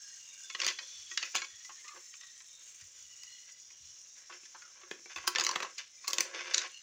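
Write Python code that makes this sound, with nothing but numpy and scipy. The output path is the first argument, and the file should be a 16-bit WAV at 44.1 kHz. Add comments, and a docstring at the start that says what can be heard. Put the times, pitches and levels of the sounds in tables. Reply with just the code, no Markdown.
"""A battery toy motor whirrs and ticks as it travels about: its gears hiss, catch and shake the casing.
In front of it, a little truck tips plastic logs into a tray; a hand-worked lift hoists them and they
tumble and roll down its tower. Each knock is a short crack that rings the hollow plastic playset;
each slide is a stream of tiny collisions. The room is small; the hand on the camera bumps softly."""
import sys
import numpy as np
from scipy import signal
from scipy.fft import rfft, irfft, next_fast_len
from scipy.io import wavfile
from scipy.ndimage import uniform_filter1d, map_coordinates

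SR = 44100
rng = np.random.default_rng(int(sys.argv[2]) if len(sys.argv) > 2 else 0)


def wav_out(sig):
    """Save sig, one row per channel (or a flat mono array), as 16-bit PCM at SR to the path in sys.argv[1]."""
    wavfile.write(sys.argv[1], SR, np.round(np.clip(np.atleast_2d(sig).T, -1, 1) * 32767).astype(np.int16))


N = 300762
TIME = np.arange(N) / SR

# motor on its travels (time [s], hiss [dB], casing [dB], ticks re hiss [dB], hiss treble [dB])
MOTOR_LEVELS = [(0, -51, -60.5, -0.5, -0.5), (.4, -50.5, -56.5, 1.5, 2), (1.1, -48, -54, -6, -3),
                (1.6, -51, -56.5, -11, 1.5), (2, -53, -58.5, -4, 4), (2.7, -55.5, -59, 9, 5.5),
                (3.3, -52, -60.5, -5, 1), (3.8, -51.5, -62, -10.5, -3), (4.7, -53.5, -64, -6.5, -1),
                (6.82, -52.5, -59.5, 0.5, -2.5)]
# gear hiss (frequency [Hz], level [dB])
HISS_SPECTRUM = [(4000, -28.5), (5000, -2), (5500, 4.5), (6100, 6), (7000, 3), (7600, -5.5), (8200, -17.5),
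                 (9400, -20.5), (11000, -28), (13300, -36.5), (15200, -17.5), (16000, -30.5)]
# casing resonances before the bend (frequency [Hz], width [Hz], level [dB])
CASING_MODES = [(1390, 270, -10.5), (2010, 80, -4.5), (2440, 530, 1), (2904, 200, 1.5), (3340, 450, 2.5),
                (3620, 160, -3), (4130, 610, 3)]
# resonances sink as the toy moves off, climb as it comes round (time [s], pitch [ratio])
TRAVEL_BEND = [(0, 0.99), (.5, 1.015), (1.2, 1.064), (2.3, 0.93), (3.0, 1.03), (3.6, 1.015), (4.3, 0.96),
               (6.82, 0.92)]
# gear catch on five successive turns (level [dB])
CATCH_PATTERN_DB = [5, 1.5, -5, 4, -21]
# hardest gear catches (time [s], relative level [dB])
GEAR_SNAGS = [(.053, -46), (.117, -41), (.158, -45), (.266, -41), (.33, -42), (.393, -43), (.435, -32),
              (.893, -45), (.957, -37), (.998, -37), (1.063, -42), (4.015, -43)]
# casing and creaking plastic (middle [s], length [s], frequency [Hz], level [dB], glide [% per length])
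NARROW_RINGS = [(0.072, 0.26, 1630, -66.5, -3), (0.136, 0.18, 4250, -62.5, 0),
                (0.104, 0.22, 5190, -61.5, -1), (0.298, 0.4, 2805, -63.5, -2),
                (0.326, 0.12, 3650, -62.5, -5), (.43, 0.17, 1570, -65, -3.5), (0.46, 0.12, 5060, -61, -4),
                (0.507, 0.13, 3460, -53, -3), (0.798, 0.21, 3366, -54.5, 0.5), (0.853, 0.18, 4230, -59, 2),
                (0.942, 0.15, 3510, -57, -1), (1.087, 0.27, 3360, -59, 0), (1.5, .26, 3420, -61.5, -2),
                (1.581, 0.22, 1904, -64.5, 0), (1.923, 0.11, 1186, -54, -4), (2.251, 0.39, 1905, -66.5, -1),
                (2.242, 0.17, 3640, -62, 1.5), (2.58, 0.24, 3685, -66, 0), (3.267, .5, 2890, -62.5, 2.5),
                (3.325, 0.25, 4200, -64.5, 3), (3.352, 0.5, 1982, -66.5, 2.5),
                (3.953, 0.24, 2980, -73, -1.5), (4.655, 0.093, 1360, -64, -13), (6.755, 0.07, 2843, -52, 0),
                (6.766, 0.074, 4250, -59, -3)]
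# still room (frequency [Hz], level [dB])
AIR_SPECTRUM = [(20, -29), (45, -6), (90, 0.5), (220, -6.5), (400, -7.5), (1000, -9), (3000, -17.5),
                (8000, -53)]
# blows: logs tip 0.5 s, lift climbs 4.3 s, tumble 5.3 s, lift drops 6.0 s, logs roll down 6.3 s
# (time [s], part, level [dB], hardness tilt [dB/octave], piece ring [Hz])
BLOWS = [ (.498, "log", -44.5, 0, 2190), (0.548, "log", -37, -4, 2940), (0.6008, "truck", -39, 1, 2720),
         (.616, "log", -34, 1, 4580), (.633, "log", -36.5, -3.5, 2140), (0.645, "log", -39, 5, 4420),
         (.665, "catch", -35.5, -3, 4610), (.677, "log", -36, 4.5, 2640), (.684, "log", -34, 1, 2000),
         (0.7003, "log", -43.5, 4, 2870), (.787, "log", -41, 0, 4770), (1.113, "log", -44.5, -1, 1910),
         (1.1747, "truck", -35.5, 3, 5550), (1.227, "truck", -38.5, -1, 2920),
         (1.233, "truck", -43.5, -1, 2370), (1.347, "tower", -41.5, -3, 1690),
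         (1.3519, "lift", -30.5, 2, 1130), (1.36, "log", -37.5, 6, 2300), (1.3705, "truck", -42, 3, 3400),
         (1.38, "log", -46, 2, 3440), (1.418, "log", -38.5, -1.5, 2236), (1.444, "log", -45.5, 0, 2250),
         (1.647, "log", -54, 2, 2005), (1.693, "base", -53.5, 2.5, 1126), (1.843, "log", -55.5, -2.5, 1936),
         (1.879, "log", -51.5, 5, 2100), (1.962, "lift", -61.5, -4, 1200),
         (1.974, "lift", -58.5, -1.5, 1500), (2.139, "truck", -55, -0.5, 3020),
         (2.209, "log", -55.5, 1, 1955), (2.232, "log", -57, 1, 1920), (2.403, "log", -58, -0.5, 3230),
         (2.812, "log", -61, 6, 1897), (3.233, "tower", -57.5, 5.5, 5250), (3.704, "log", -59, 1, 2430),
         (4.297, "base", -54.5, 1.5, 1296), (4.323, "log", -52, -1, 2630), (4.432, "lever", -65, -0.5, 370),
         (4.453, "log", -59, 1, 1730), (4.546, "base", -57.5, 0.5, 1084), (4.618, "log", -55.5, -1.5, 1440),
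         (4.812, "base", -62.5, 4, 1150), (4.833, "lift", -57, -3.5, 1290), (4.912, "lever", -42, -1, 400),
         (4.99, "lever", -63.5, -0.5, 2260), (5.057, "lever", -53.5, 0, 2305),
         (5.1604, "lift", -39, 0, 2400), (5.172, "lift", -46.5, 0, 2530), (5.182, "lift", -45.5, 0, 1450),
         (5.24, "base", -57, -0.5, 1080), (5.27, "tower", -47, 2, 1100),
         (5.275, "end stop", -33, -0.5, 1090), (5.3496, "tower", -40, -2, 4580),
         (5.358, "truck", -32.5, -0.5, 1715), (5.362, "log", -38.5, -6, 1780),
         (5.3838, "tower", -34, -1, 4680), (5.387, "tower", -43.5, -4, 2600),
         (5.3972, "tower", -34, 0, 4120), (5.409, "tower", -35.5, 1, 4770), (5.414, "tower", -41, -3, 6950),
         (5.423, "tower", -53, -5.5, 3600), (5.438, "catch", -45.5, 0.5, 6700),
         (5.448, "tower", -40.5, 4, 4000), (5.466, "tower", -32.5, 1.5, 6000),
         (5.491, "ledge", -35, 0, 1038), (5.512, "ledge", -40.5, 0, 1056), (5.526, "base", -53, 2, 1086),
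         (5.541, "catch", -57, -5, 4770), (5.554, "tower", -46.5, -3.5, 4650),
         (5.5583, "lift", -30.5, -0.5, 1050), (5.6025, "lift", -37.5, -1.5, 4130),
         (5.623, "log", -40.5, -1.5, 4180), (5.628, "end stop", -44, -4, 1110),
         (5.647, "base", -48, 0, 1060), (5.781, "log", -51, 9.5, 2480), (6.042, "base", -49, 7, 1254),
         (6.073, "tower", -49.5, 0.5, 6840), (6.0781, "end stop", -41, 2, 5170),
         (6.101, "ledge", -48.5, 3, 1125), (6.107, "ledge", -47.5, 4, 1140),
         (6.132, "catch", -37, -1.5, 4750), (6.14, "tower", -51, 6, 5640),
         (6.183, "catch", -33.5, -3.5, 6500), (6.1994, "catch", -46.5, -6, 6100),
         (6.206, "catch", -34.5, -0.5, 6120), (6.345, "log", -44, -6, 2220), (6.39, "log", -46, -4.5, 2540),
         (6.407, "log", -41.5, -3.5, 2230), (6.469, "log", -50, 0.5, 2380), (6.537, "chute", -48, 1, 4370),
         (6.5415, "chute", -40.5, -1, 5300), (6.544, "chute", -35.5, 1, 5880),
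         (6.573, "chute", -51, 3.5, 6120), (6.58, "chute", -39, 3, 3910), (6.591, "chute", -45, -3, 3900),
         (6.615, "log", -41.5, 1, 1500), (6.632, "log", -51, 0, 2320), (6.643, "base", -52.5, 2, 1163),
         (6.66, "log", -50, 0, 4310)]
# limits of the thud, body, clack, click and snap bands (frequency [Hz])
BLOW_EDGES_HZ = [170, 700, 1400, 3500, 8000, 16500]
# part -> (thud [dB], body [dB], clack [dB], click [dB], snap [dB], piece ring [dB],
# crack t60 [s], ring t60 [s]); both t60s are clamped in use
PART_COLOURS = {"log": (-29, -13.5, 0.5, -2, -27.5, -11, 0.0306, 0.25),
                "truck": (-24.5, -15.5, 3.5, 1, -33, -9.5, 0.0143, .015),
                "base": (-14, 5.5, -1, -12, -32, 3, 0.05, -0.1),
                "lever": (-2.5, -8.5, 2, -8, -16, -9, 0, .035),
                "lift": (-14.5, -6, -0.5, -9, -15.5, -8, 0.0191, -0.1),
                "end stop": (-15, 0.5, -1, 6, 1, -11.5, 0.03, -0.1),
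                "ledge": (-13.5, 1.5, -7.5, 3, -14, -9, -0.01, .04),
                "tower": (-17.5, -6.5, -0.5, 2.5, -13.5, -5, -0.01, 0.6),
                "catch": (-19.5, -14, 1, 8.5, 2.5, -3.5, -0.0066, 0.8),
                "chute": (-28, -18, 1.5, 9.5, -16, -9, 0, .035)}
# plastic-on-plastic crack (frequency [Hz], level [dB])
CRACK_SPECTRUM = [(120, -26), (260, -23.5), (370, -1), (520, -8.5), (720, -21.5), (1100, -1), (1400, -6),
                  (2000, 4), (3700, -1), (4600, 10), (6900, 7.5), (8200, -15.5), (10500, -22), (13000, -27),
                  (15200, -14.5), (16500, -34)]
# hollow playset (frequency [Hz], level [dB], t60 before the cycle cap [s])
SHELL_MODES = [(359, 2, 0.12), (429.5, -10, 0.11), (510.6, -2.5, 0.095), (608, -10, 0.088),
               (856, -3.5, 0.063), (1014, -3, 0.14), (1100, 6, 0.081), (1306, -9, 0.18), (1515, 4, 0.042),
               (1703, -2, 0.087), (2060, -11, 0.04), (2510, 8, 0.053), (2652, 10.5, 0.036),
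               (3465, 5, 0.087), (4210, 5, 0.046), (4700, -1, 0.06), (5190, 13.5, 0.032)]
# room tail (band centre [Hz], t60 [s], level [dB])
REVERB_BANDS = [(264, 0.28, -7.5), (800, 0.17, -9.5), (2080, 0.24, -8), (5670, 0.26, -11),
                (13800, 0.14, -12.5)]
# wheels, lift and logs moving (start [s], length [s], level [dB], brightness [dB], hollowness [dB])
SLIDES = [(0.584, 0.13, -48.5, 6.5, 6), (0.8, 0.03, -55, -10, 2), (1.192, 0.083, -56.5, 8.5, -6),
          (1.336, 0.063, -46.5, -2, -6), (1.937, 0.041, -54.5, -24, 5), (2.787, 0.02, -73, 18.5, -2),
          (3.472, 0.022, -67, 11.5, -9), (4.152, 0.084, -66.5, 2, -12), (4.302, 0.054, -57, 1.5, 5),
          (4.59, 0.19, -67, -11, -15), (4.755, 0.24, -64, -10, 0), (5.089, 0.031, -48, 0, -26),
          (5.163, 0.18, -54.5, 0.5, -5), (5.364, 0.17, -46.5, -5, 6), (5.518, 0.18, -47.5, -14, -1),
          (5.775, 0.029, -51, 9.5, -27), (6.08, 0.26, -48, -7.5, 6), (6.335, 0.11, -45, 0, 0),
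          (6.449, 0.21, -44.5, -0.5, 1.5)]
# sliding plastic (frequency [Hz], level [dB])
SLIDE_SPECTRUM = [(150, -33), (270, -32), (350, -3), (430, -13.5), (520, 2), (720, -5.5), (1100, 6),
                  (1450, -0.5), (2400, 2.5), (4200, -10.5), (6500, -3.5), (8300, -57), (16000, -64)]
# hand shifting (time [s], level [dB], length [s])
HAND_BUMPS = [(0.933, -77, 0.1), (1.524, -74, 0.026), (2.814, -67, 0.033), (2.932, -80, 0.24),
              (3.793, -70.5, 0.075), (5.161, -66, 0.039), (6.192, -74, 0.019)]

TOP_HZ, MAX_RING_CYCLES = 16400, 125


def undb(db):
    """Decibels to gain."""
    return 10 ** (np.asarray(db) / 20)


def unit(x):
    """Scale to rms 1."""
    return x / np.sqrt(np.mean(x ** 2) + 1e-20)


def fade(t, t60_s):
    """Free decay, 60 dB in t60_s (1 ms at least)."""
    return np.exp(-np.log(1000) * t / max(t60_s, 1e-3))


def curves(table):
    """Table columns, interpolated over time."""
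    times_s, *columns = np.transpose(table)
    return [np.interp(TIME, times_s, column) for column in columns]


def colour(x, points):
    """Shape a spectrum by (Hz, dB) points."""
    hz, db = np.transpose(points)
    size = next_fast_len(len(x))
    bins_hz = np.maximum(np.arange(size // 2 + 1) * SR / size, 1)
    gain = undb(np.interp(np.log(bins_hz), np.log(hz), db))
    return irfft(rfft(x, size) * gain, size)[:len(x)]


def band(x, lo_hz, hi_hz, order=3):
    """Causal band-pass."""
    return signal.sosfilt(signal.butter(order, [lo_hz, hi_hz], "band", fs=SR, output="sos"), x)


def lowpass(x, hz, order):
    """Zero-phase low-pass."""
    return signal.sosfiltfilt(signal.butter(order, hz, fs=SR, output="sos"), x)


def resonate(x, hz, width_hz):
    """One resonance, unity gain at centre."""
    return signal.lfilter(*signal.iirpeak(hz, hz / width_hz, fs=SR), x)


def walk(rate_hz):
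    """Smooth random drift, rms 1."""
    hold = int(SR / rate_hz)
    steps = np.repeat(rng.standard_normal(N // hold + 1), hold)
    return unit(uniform_filter1d(steps, hold)[:N])


def grains(rate_hz, spread_db):
    """Random tiny impacts of uneven size."""
    impulses = (rng.random(N) < rate_hz / SR) * rng.choice([-1, 1], N)
    return impulses * undb(spread_db * np.clip(rng.standard_normal(N), -2, 2))


def reflections(x, floor_s=0.001046, wall_s=0.0034, drift_s=0.00002, gain=0.27):
    """Echo paths change as the toy travels: peaks and notches sweep the whirr."""
    bend, = curves(TRAVEL_BEND)
    lags_s = [lag_s / bend + drift_s * walk(1.52) for lag_s in (floor_s, wall_s)]
    return x + gain * sum(map_coordinates(x, [(TIME - lag_s) * SR], mode="mirror") for lag_s in lags_s)


def standing_waves(x, strip_hz=220, swell_s=0.16, depth_db=1.7, size=1024):
    """The toy crosses standing waves: narrow strips of hiss swell and sink."""
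    spectrum = signal.stft(x, nperseg=size)[2]
    field = rng.standard_normal(spectrum.shape)
    for _ in range(2):
        field = uniform_filter1d(field, int(strip_hz * size / SR), axis=0)
        field = uniform_filter1d(field, int(swell_s * 2 * SR / size), axis=1)
    return signal.istft(spectrum * undb(depth_db * unit(field)), nperseg=size)[1][:N]


def turning(x, treble_db, drift_db=0.4, drift_hz=3):
    """The toy turns: treble comes and goes, each band drifting on its own."""
    out = 0
    for hz in (8000, 7000, 6200):
        lower = lowpass(x, hz, order=6)
        out = out + (x - lower) * undb(treble_db + drift_db * walk(drift_hz))
        x = lower
    return out + x * undb(drift_db * walk(drift_hz))


def motor(grit_hz=900, grit_db=-4, hiss_trim_db=-2.5, casing_trim_db=-4):
    """Meshing teeth hiss, tick and shake the casing."""
    hiss_db, casing_db, catch_db, treble_db = curves(MOTOR_LEVELS)
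    ticks = gear_ticks(catch_db, hiss_db)
    teeth = rng.standard_normal(N) + undb(grit_db) * unit(grains(grit_hz, spread_db=4))
    flutter_db = 1.7 * walk(60) + 0.5 * walk(8.4)
    teeth *= undb(flutter_db)
    hiss = colour(reflections(teeth), HISS_SPECTRUM)
    hiss = turning(unit(standing_waves(hiss)), treble_db)
    gears = (hiss + ticks) * undb(hiss_db + hiss_trim_db)
    return gears + casing(teeth) * undb(casing_db + casing_trim_db)


def casing(teeth, waver_db=2):
    """Tooth-driven resonances waver in level and glide as the toy travels."""
    modes = sum(undb(db + waver_db * walk(5.5)) * resonate(teeth, hz, width_hz)
                for hz, width_hz, db in CASING_MODES)
    bend, = curves(TRAVEL_BEND)
    gliding = map_coordinates(unit(modes), [np.cumsum(bend)], mode="mirror")
    return band(gliding, 1010, 5400, order=4)


def gear_ticks(catch_db, hiss_db, turn_hz=46.6, sync_s=0.06, scatter_db=4, decay_turns=0.17):
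    """Gears catch once a turn in a loose pattern; output is relative to the hiss level."""
    backlash = 0.1 * walk(40)
    turns = np.cumsum(turn_hz * (1 + 0.004 * walk(1.4))) / SR - turn_hz * sync_s + backlash
    turn = np.floor(turns).astype(int)
    scatter = np.clip(rng.standard_normal(N // 100), -2, 1)[turn]
    tick_db = catch_db + np.take(CATCH_PATTERN_DB, turn, mode="wrap") + scatter_db * scatter
    ticks = undb(tick_db) * np.exp(-(turns % 1) / decay_turns) * rng.standard_normal(N)
    ticks += snags() / undb(hiss_db)
    return 2 * (undb(1) * band(ticks, 5550, 6800) + undb(-6) * band(ticks, 7000, 8930))


def snags(t60_s=0.018, trim_db=-3):
    """A tooth snags harder: a short, dry burst."""
    t = np.arange(SR // 25) / SR
    out = np.zeros(N)
    for time_s, db in GEAR_SNAGS:
        start = int(time_s * SR)
        out[start:start + len(t)] += undb(db + trim_db) * fade(t, t60_s) * rng.standard_normal(len(t))
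    return out


def singing(core_hz=36, rasp_hz=110, rasp_gain=0.55, waver_hz=14, waver_share=0.00502):
    """Gear noise briefly sustains rasping rings; each wavers and glides."""
    filters = [signal.butter(2, hz, fs=SR, output="sos") for hz in (core_hz, rasp_hz, waver_hz)]
    out = np.zeros(N)
    for middle_s, length_s, hz, db, glide_percent in NARROW_RINGS + fleeting_rings():
        near = np.abs(TIME - middle_s) < length_s
        place = (TIME[near] - middle_s) / length_s
        core, rasp, waver = (unit(signal.sosfilt(sos, rng.standard_normal(SR)))[-len(place):]
                             for sos in filters)
        pitch_hz = hz * (1 + glide_percent / 100 * place + waver_share * waver)
        ring = (core + rasp_gain * rasp) * np.sin(2 * np.pi * np.cumsum(pitch_hz) / SR)
        out[near] += unit(ring) * undb(db) * np.exp(-(2 * place) ** 2)
    return out


def fleeting_rings(count=50, lo_hz=1500, hi_hz=4700, re_casing_db=-10, length_s=0.13, glide_percent=3):
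    """Rows of fainter chance rings that follow the casing's level."""
    casing_db = curves(MOTOR_LEVELS)[1]
    return [(when * N / SR, length_s * (0.5 + span), lo_hz * (hi_hz / lo_hz) ** pitch,
             casing_db[int(when * N)] + re_casing_db, glide_percent * (2 * slope - 1))
            for when, span, pitch, slope in rng.random((count, 4))]


def room_tone(level_db=-83.5):
    """Still room: faint, dark noise."""
    return unit(colour(rng.standard_normal(N), AIR_SPECTRUM)) * undb(level_db)


def contact(crack_t60_s, graze_db=-16, graze_share=0.07, bounce_db=-9, bounce_share=0.1):
    """A corner grazes, the piece lands, then chatters twice. Returns impulses and landing sample."""
    push = np.zeros(SR // 25)
    landing = SR // 100
    lead, *lags = crack_t60_s * SR * rng.uniform(0.5, 1.5, 3)
    push[landing] = 1
    push[landing - int(np.clip(graze_share * lead, 1, landing))] += undb(graze_db)
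    for k, lag in enumerate(np.cumsum(lags) * bounce_share, 1):
        push[min(landing + int(lag), len(push) - 1)] += undb(bounce_db) / k
    return push / np.linalg.norm(push), landing


def crack(t, t60_s, ripple_db=7.5, wash_db=-23, wash_t60_s=0.16):
    """Dense, quickly damped modes: a noise burst and a faint wash."""
    grid_hz = np.arange(300, 16500, 300)
    grid_db = ripple_db * np.minimum(rng.standard_normal(len(grid_hz)), 0.5)
    noise = colour(rng.standard_normal(len(t)), CRACK_SPECTRUM)
    noise = colour(noise, np.column_stack([grid_hz, grid_db]))
    return noise * (fade(t, t60_s) + undb(wash_db) * fade(t, wash_t60_s))


def plastic_decay(t, hz, t60_s):
    """Plastic is lossy: t60 is capped at MAX_RING_CYCLES."""
    return fade(t, min(t60_s, MAX_RING_CYCLES / hz))


def shell_ring(t, spot_db=3, hollow_db=2.5, detune=0.02):
    """The hollow playset rings; each struck spot favours other modes."""
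    out = 0
    for hz, db, t60_s in SHELL_MODES:
        strength, polarity, offset = rng.standard_normal(3)
        gain = undb(db + spot_db * strength + hollow_db * (hz < BLOW_EDGES_HZ[1])) * np.sign(polarity)
        out += gain * np.sin(2 * np.pi * hz * (1 + detune * offset) * t) * plastic_decay(t, hz, t60_s)
    return out


def knock(bands_db, ring_hz, ring_db, crack_t60_s, ring_t60_s, shell_db=-14, firm_db=-40):
    """One blow: crack, shell and struck piece, levelled per band over the first 8 ms."""
    t = np.arange(SR // 5) / SR
    attack = slice(0, SR // 125)
    piece = np.sin(2 * np.pi * ring_hz * t) * plastic_decay(t, ring_hz, ring_t60_s)
    layers = (0, crack(t, crack_t60_s)), (shell_db, shell_ring(t)), (ring_db, piece)
    blow = sum(undb(db) * x / np.std(x[attack]) for db, x in layers)
    # long or gentle contacts build more slowly
    gentleness = np.clip(undb(firm_db - max(bands_db)), 1, 3)
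    rise_s = 0.027 * crack_t60_s * gentleness
    blow *= 1 - np.exp(-t / rise_s)
    bands = [band(blow, lo, hi, order=4) for lo, hi in zip(BLOW_EDGES_HZ, BLOW_EDGES_HZ[1:])]
    return sum(undb(db) * x / np.std(x[attack]) for db, x in zip(bands_db, bands))


def knocks(min_crack_t60_s=0.011):
    """All blows: the part sets the colour, harder contact tilts it to the treble."""
    out = np.zeros(N + SR)
    edges_oct = np.log2(BLOW_EDGES_HZ)
    centres_oct = (edges_oct[:-1] + edges_oct[1:]) / 2
    centres_oct -= np.median(centres_oct)
    for time_s, part, db, tilt_db, ring_hz in BLOWS:
        *colour_db, ring_db, crack_t60_s, ring_t60_s = PART_COLOURS[part]
        crack_t60_s = max(crack_t60_s, min_crack_t60_s)
        bands_db = db + np.array(colour_db) + tilt_db * centres_oct
        push, landing = contact(crack_t60_s)
        blow = signal.fftconvolve(knock(bands_db, ring_hz, ring_db, crack_t60_s, ring_t60_s), push)
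        start = int(time_s * SR) - landing
        out[start:start + len(blow)] += blow
    return out[:N]


def room(x, gap_s=0.0019):
    """Small furnished room: a diffuse tail, top band dying first."""
    t = np.arange(SR // 2) / SR
    centres_hz = np.array([row[0] for row in REVERB_BANDS])
    edges_hz = [100, *np.sqrt(centres_hz[1:] * centres_hz[:-1]), TOP_HZ]
    tail = 0
    for (_, t60_s, db), lo, hi in zip(REVERB_BANDS, edges_hz, edges_hz[1:]):
        decay = fade(t, t60_s) * (t > gap_s)
        tail += undb(db) * band(rng.standard_normal(len(t)) * decay, lo, hi) / np.linalg.norm(decay)
    return x + signal.fftconvolve(x, tail)[:N]


def stroke(start_s, length_s, attack_s=0.012, release_t60_s=0.096):
    """A slide builds, holds while the piece moves, then dies."""
    age_s = TIME - start_s
    return np.clip(age_s / attack_s, 0, 1) * fade(np.maximum(age_s - length_s, 0), release_t60_s)


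def rubbing(taps_hz=900, shell_db=-7, tap_t60_s=0.013, trim_db=-1, fingers_db=-77, swing_db=3):
    """Sliding and rolling: tiny collisions ring the shell; fingers brush it faintly throughout."""
    t = np.arange(SR // 4) / SR
    tap = rng.standard_normal(len(t)) * fade(t, tap_t60_s)
    shell = sum(undb(db) * np.cos(2 * np.pi * hz * t) * plastic_decay(t, hz, t60_s)
                for hz, db, t60_s in SHELL_MODES)
    taps = grains(taps_hz, spread_db=3.5)
    scrape = unit(colour(signal.fftconvolve(taps, tap)[:N], SLIDE_SPECTRUM))
    ring = unit(band(signal.fftconvolve(taps, shell)[:N], 380, 7200))
    rub = scrape + undb(shell_db) * ring
    dull = lowpass(rub, 1800, order=2)
    hollow = lowpass(dull, 560, order=3)
    out = rub * undb(fingers_db + swing_db * walk(14))
    for start_s, length_s, db, bright_db, hollow_db in SLIDES:
        slide = undb(hollow_db) * hollow + (dull - hollow) + undb(bright_db) * (rub - dull)
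        out += stroke(start_s, length_s) * undb(db + trim_db) * slide
    return out


def handling():
    """Soft low hand bumps through the camera body."""
    swell = 0
    for time_s, db, length_s in HAND_BUMPS:
        age = np.maximum(TIME - time_s, 0) / (length_s / 2)
        swell += undb(db) * age * np.exp(1 - age)
    return swell * unit(band(rng.standard_normal(N), 57, 114, order=2))


def scene():
    """Playset close by, motor further off, faint room tone; mono."""
    air = room_tone()
    playset = room(knocks() + rubbing())
    return (playset + motor() + singing() + handling() + air)[None]


def record(dry):
    """Steep low-pass at TOP_HZ."""
    return signal.sosfilt(signal.ellip(8, 0.2, 70, TOP_HZ, fs=SR, output="sos"), dry)


dry = scene()
out = record(dry)
wav_out(out)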